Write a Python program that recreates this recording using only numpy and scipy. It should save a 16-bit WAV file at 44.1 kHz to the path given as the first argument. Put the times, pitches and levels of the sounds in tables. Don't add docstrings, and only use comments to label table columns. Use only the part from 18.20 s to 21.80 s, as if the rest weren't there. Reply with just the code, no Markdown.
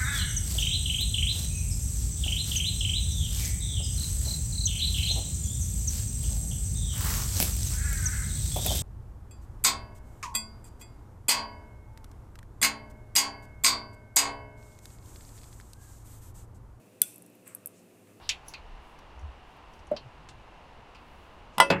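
import sys
import numpy as np
from scipy import signal
from scipy.fft import rfft, irfft
from scipy.io import wavfile

SR = 44100
rng = np.random.default_rng(int(sys.argv[2]) if len(sys.argv) > 2 else 0)


def output_pcm(signal):
    pcm = np.clip(np.atleast_2d(signal).T, -1, 1) * 32767
    wavfile.write(sys.argv[1], SR, np.round(pcm).astype(np.int16))


N = 158760
T = np.arange(N) / SR
AGE = T[:int(.3 * SR)]

# frequency in Hz, level per Hz in dB.
OUTDOOR_SPECTRUM = [(22, -2.5), (45, 0), (75, -3), (100, -9), (130, -10), (190, -13.5), (550, -14.5),
                    (800, -11), (980, -10.5), (1200, -15.5), (1600, -20), (2450, -23), (2800, -19),
                    (3200, -26.5), (4500, -33), (7000, -41.5), (11000, -48.5), (16000, -60)]
# middle in seconds, half length in seconds, level in dB, centre in Hz, spread in
LOW_THUMPS = [(.05, .05, -52.5, 77.5, 0.11), (.41, 0.025, -46, 65.4, 0.12), (.5, 0.062, -42.5, 30.5, 0.26),
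              (1.045, 0.039, -36, 60.5, 0.28), (1.66, .04, -51, 70.4, 0.27),
              (1.855, 0.023, -47.5, 112, 0.17), (2.02, 0.024, -53.5, 153, 0.11),
              (2.14, 0.05, -53, 120, 0.18), (3.387, 0.0063, -35, 170, 0.31)]
PART_RUBS = [(.052, 0.023, -56.5, 3880, 0.33), (.04, 0.077, -72, 9100, 0.46),
             (.278, 0.016, -66, 5840, 0.54), (.305, 0.032, -69, 12000, .5), (.69, 0.055, -76, 9250, 0.5),
             (1.31, 0.041, -79, 8500, .6), (1.55, 0.033, -76, 8900, 0.7), (2.97, 0.14, -78, 9800, 0.72),
             (3.355, .018, -69, 5956, 0.38)]

# frequency in Hz, level in dB, t60 in seconds.
STOVE_MODES = [(2439, -10, .1), (2601, -6, .1), (2665, -10, .12), (3112, .5, .115), (3261, -6, .12),
               (3602, -2, .11), (3930, -8, .1), (4215, -11, .1), (4400, -10, .08), (4689, -4, .075),
               (5200, -13, .08), (5643, -3, .06), (6120, -6, .055), (6660, -7, .055), (7280, -8, .05),
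               (7750, -7, .04), (8382, -12, .05)]
WIRE_MODES = [(5820, -0.5, 0.043), (6200, -3, 0.059), (10430, 1, 0.033), (10830, 4.5, 0.035),
              (11400, -8, .05), (15000, -16.5, .06)]
POT_MODES = [(151, -30, .14), (245, -20, .052), (310, -13, .028), (596, 3.5, .064), (696, -17, .05)]
PAN_MODES = [(556, -15, .45), (662, -7, .13), (856, -3, .08), (918, 3, .06), (1001, 2, .12),
             (1150, -14, .12), (1416, -3, .135), (2012, -.5, .185), (2840, -7, .04), (2906, -5, .05),
             (3015, -17, .12), (3340, -7, .06), (3590, -10, .06), (3958, -17, .08), (5070, -19, .09),
             (5335, -21, .08), (5835, -23, .16), (8040, -13, .11), (8668, -12, .105), (9431, -18, .145),
             (10620, -19, .04), (11130, -17, .035), (13450, -21, .03), (13880, -21, .03), (14200, -21, .03)]
PAN_SWELLING_MODES = [(2627, -14, .28), (3214, -6.5, .115), (4770, -8, .085)]
CUP_TABLE_MODES = [(155, -5, .4), (185, -9, .38), (210, -7, .32), (264, -10, .16), (345, -8, .22),
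                   (369, -9, .22), (450, -7, .2), (555, .5, .17), (670, 1, .125), (885, -9, .25),
                   (1050, -14, .22), (1401, -8, .15), (1477, -8, .19), (2579, -1.5, .13), (2676, -11, .19),
                   (3025, -13, .16), (7440, -21, .1), (11300, -21, .04)]
# frequency in Hz, level per third octave in dB, t60 in seconds.
STOVE_BODY = [(500, -26, 0.061), (1250, -26.5, 0.11), (1950, -9, 0.15), (2950, 2.5, 0.13),
              (3920, -2.5, .11), (5300, 3, 0.056), (7550, 0.5, 0.053), (9000, -11, 0.098),
              (10900, -18, 0.11), (15000, -27, .075)]
WIRE_BODY = [(2980, -22, .08), (6140, -10.5, 0.27), (8300, -20, 0.17), (11000, -5, .09), (13000, -28, 0.11),
             (15500, -15, .1)]
POT_BODY = [(152, -29.5, .26), (306, -29, .2), (615, -23, .24), (750, -25, .2), (1000, -35, .18),
            (2500, -37, .054), (15000, -72, .054)]
PAN_BODY = [(152.5, -26.5, .28), (348, -24, .45), (720, -21, .23), (1000, -14, .12), (1310, -17, .17),
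            (2180, -23, .2), (3080, -15, .15), (4000, -22, .12), (5100, -21, .17), (6600, -28, .15),
            (11000, -29, .087), (14500, -39, .085)]
PAN_CRACK = [(151, -14.5, .04), (400, -19, .024), (700, -5, .027), (960, 12, .026), (1440, -3, .02),
             (2250, -4, .02), (3200, 9, .022), (4400, -11, .035), (5130, 1, .027), (6400, -14, .02),
             (7700, -5, .024), (9400, -6.5, .027), (10900, .5, .018), (12200, -12.5, .02), (13900, -5, .02),
             (15500, -16, .02)]
CUP_TABLE_BODY = [(70, -23, .46), (159, -15, .55), (443, -8.5, .24), (950, -1, .15), (1160, -8, .24),
                  (2320, -7.5, .29), (3680, -7.5, .084), (4900, -3.5, .073), (6400, -17, .069),
                  (9000, -25, .11), (11200, -24, .06), (15000, -36, .045)]

# start in seconds, level in dB, lower and upper resonance in Hz,
# upper resonance's relative level in dB, width in octaves, tick's relative level in dB, t60 in seconds.
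PART_CLICKS = [(0.3373, -44.5, 2500, 4310, -2, 0.16, -6.5, 0.11),
               (0.7882, -68.5, 4930, 11000, -1, 0.4, 2, 0.053),
               (0.993, -69.5, 6400, 9500, -3, 0.22, -14, 0.045), (1.012, -75, 6400, 9500, 1, .25, -12, .04),
               (1.365, -71, 10000, 13000, 0, .2, -12, .04), (1.5367, -70, 5470, 10000, -5, .3, -12, 0.055),
               (1.5916, -70, 5400, 8500, -2, 0.27, -11, .045),
               (1.6698, -65.5, 6360, 9500, 3, 0.14, -16, 0.05),
               (1.713, -70, 8200, 12800, 5, 0.25, -5, 0.05),
               (1.7647, -52.5, 2880, 4590, 7.5, 0.21, -1, 0.095),
               (2.0881, -60, 4540, 7200, 0.5, 0.35, 3.5, 0.1),
               (2.7481, -58, 2680, 4770, -7.5, 0.16, -7, 0.21)]
# frequency in Hz, level per third octave in dB, factor on t60.
CLICK_BODY = [(900, 7, 1), (2500, 0.5, 1.6), (4970, 3.5, 0.8), (14900, -5.5, 1.6)]
# start in seconds, level in dB.
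POT_LANDINGS = [(1.7128, -17.5), (1.7435, -32)]
# start in seconds, ring level in dB, ring tilt in dB per octave,
# crack level in dB, crack tilt in dB per octave.
PAN_CLANGS = [(3.3817, -32.5, -4.5, -34, 3), (3.4007, -15, -0.5, -19.5, 0.5)]
# start in seconds, level in dB, tilt in dB per octave.
TABLE_KNOCKS = [(3.5017, -24.5, 0.3), (3.5129, -37.5, -3)]
# delay in seconds, level in dB.
DECK_ECHOES = [(0.0095, -31.5), (0.0216, -12.5), (.0295, -21)]


def amp(db):
    return 10 ** (np.asarray(db) / 20)


def at(hz, table, column=1):
    table = np.array(table, float)
    return np.interp(np.log(hz), np.log(table[:, 0]), table[:, column])


def hump_db(hz, centre_hz, octaves):
    return -10 / np.log(10) * (np.log2(hz / centre_hz) / octaves) ** 2


def noise(gain, size=N):
    hz = np.maximum(np.arange(size // 2 + 1) * SR / size, 1)
    x = irfft(rfft(rng.standard_normal(size)) * gain(hz), size)
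    return x / np.std(x)


def fade(t60, rise_s):
    return np.sin(np.pi / 2 * np.minimum(AGE / rise_s, 1)) ** 2 * np.exp(-np.log(1000) * AGE / t60)


def ring(modes, rise_s, colour=lambda hz: 0, sign=-1):
    out = 0
    for k, (hz, db, t60) in enumerate(modes):
        tone = sign ** k * np.sqrt(2) * np.sin(2 * np.pi * hz * AGE)
        out += amp(db + colour(hz)) * fade(t60, rise_s) * tone
    return out


def dense(body, rise_s, stretch=1, colour=lambda hz: 0):
    out, edge = 0, 2 ** (1 / 6)
    gain = lambda f: amp(at(f, body) + 20 * np.minimum(np.log2(f / body[0][0]), 0) + colour(f))
    for hz in 62.5 * 2 ** (np.arange(25) / 3):
        envelope = fade(at(hz, body, column=2) * stretch, rise_s)
        band = envelope * noise(lambda f: (f > hz / edge) * (f <= hz * edge) * gain(f), len(AGE))
        power = np.mean(gain(np.linspace(hz / edge, hz * edge)) ** 2)
        out += band * np.sqrt(power * np.sum(envelope ** 2) / np.sum(band ** 2))
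    return out


def add(track, start, sound):
    i = int(start * SR)
    track[i:i + len(sound)] += sound[:N - i]


def outdoors():
    drift = np.interp(T, np.linspace(0, T[-1], 14), rng.standard_normal(14))
    return amp(-51 + .3 * drift) * noise(lambda f: amp(at(f, OUTDOOR_SPECTRUM)))


def handling(swells):
    out = np.zeros(N)
    for middle, half_s, db, hz, octaves in swells:
        envelope = np.exp(-.5 * ((T - middle) / half_s) ** 2)
        out += amp(db) * envelope * noise(lambda f: amp(hump_db(f, hz, octaves)))
    return out


def stove_assembly():
    out = np.zeros(N)
    snap = dense(STOVE_BODY, rise_s=.00055) + ring(STOVE_MODES, rise_s=.0003)
    ping = ring(WIRE_MODES, rise_s=.0018) + dense(WIRE_BODY, rise_s=.002)
    add(out, start=.091, sound=amp(-30) * snap)
    add(out, start=.2817, sound=amp(-44.5) * ping)
    return out


def stove_clicks():
    out = np.zeros(N)
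    tick_hz, tick_top_hz = 2780, 9500
    for start, db, low_hz, high_hz, high_db, octaves, tick_db, t60 in PART_CLICKS:
        def resonance_db(f):
            upper = high_db + hump_db(f, high_hz, octaves)
            return np.maximum(hump_db(f, low_hz, octaves), upper).clip(-80)

        def tick_colour(f):
            rolloff_db = 10 * np.log10(1 + (f / tick_top_hz) ** 6)
            return tick_db - 5.5 * np.abs(np.log2(f / tick_hz)) - rolloff_db

        part = dense(CLICK_BODY, rise_s=.0003, stretch=t60, colour=resonance_db)
        tick = dense(CLICK_BODY, rise_s=.00021, stretch=.48 * t60, colour=tick_colour)
        stove = ring(STOVE_MODES, rise_s=.0003, colour=lambda f: np.maximum(resonance_db(f), -15))
        add(out, start, amp(db) * (part + tick + amp(5) * stove))
    return out


def pot_set_down(contact_s=.0073):
    out = np.zeros(N)
    for start, db in POT_LANDINGS:
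        add(out, start, amp(db) * (ring(POT_MODES, contact_s) + dense(POT_BODY, contact_s)))
    return out


def pan_clang():
    out = np.zeros(N)
    for start, ring_db, ring_tilt, crack_db, crack_tilt in PAN_CLANGS:
        tilt = lambda f: ring_tilt * np.log2(f / 1500)
        struck = ring(PAN_MODES, rise_s=.0013, colour=tilt, sign=1)
        swelling = ring(PAN_SWELLING_MODES, rise_s=.032, colour=tilt)
        body = dense(PAN_BODY, rise_s=.0011)
        crack = dense(PAN_CRACK, rise_s=.00051, colour=lambda f: crack_tilt * np.log2(f / 3000))
        add(out, start, amp(ring_db) * (struck + swelling + body) + amp(crack_db) * crack)
    return out


def table_knock():
    out = np.zeros(N)
    for start, db, db_per_octave in TABLE_KNOCKS:
        tilt = lambda f: db_per_octave * np.log2(f / 1000)
        modes = ring(CUP_TABLE_MODES, rise_s=.002, colour=tilt)
        body = dense(CUP_TABLE_BODY, rise_s=.0007, colour=tilt)
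        add(out, start, amp(db) * (modes + body))
    return out


def deck(direct, echo_top_hz=3450):
    dull = signal.sosfilt(signal.butter(1, echo_top_hz, fs=SR, output="sos"), direct)
    echoes = sum(amp(db) * np.interp(T - delay, T, dull, left=0) for delay, db in DECK_ECHOES)
    tail = fade(t60=.25, rise_s=.015) * rng.standard_normal(len(AGE))
    scatter = amp(-25) * signal.fftconvolve(direct, tail / np.linalg.norm(tail))[:N]
    return direct + scatter + echoes


def scene():
    stove = stove_assembly() + stove_clicks() + handling(PART_RUBS)
    cookware = stove + pan_clang() + pot_set_down() + table_knock()
    return (deck(cookware) + handling(LOW_THUMPS) + outdoors())[None]


def record(dry, ceiling=.88, top_hz=15800):
    rounded = dry / (1 + (dry / ceiling) ** 6) ** (1 / 6)
    return signal.sosfilt(signal.ellip(8, .2, 80, top_hz, fs=SR, output="sos"), rounded)


dry = scene()
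out = record(dry)
output_pcm(out)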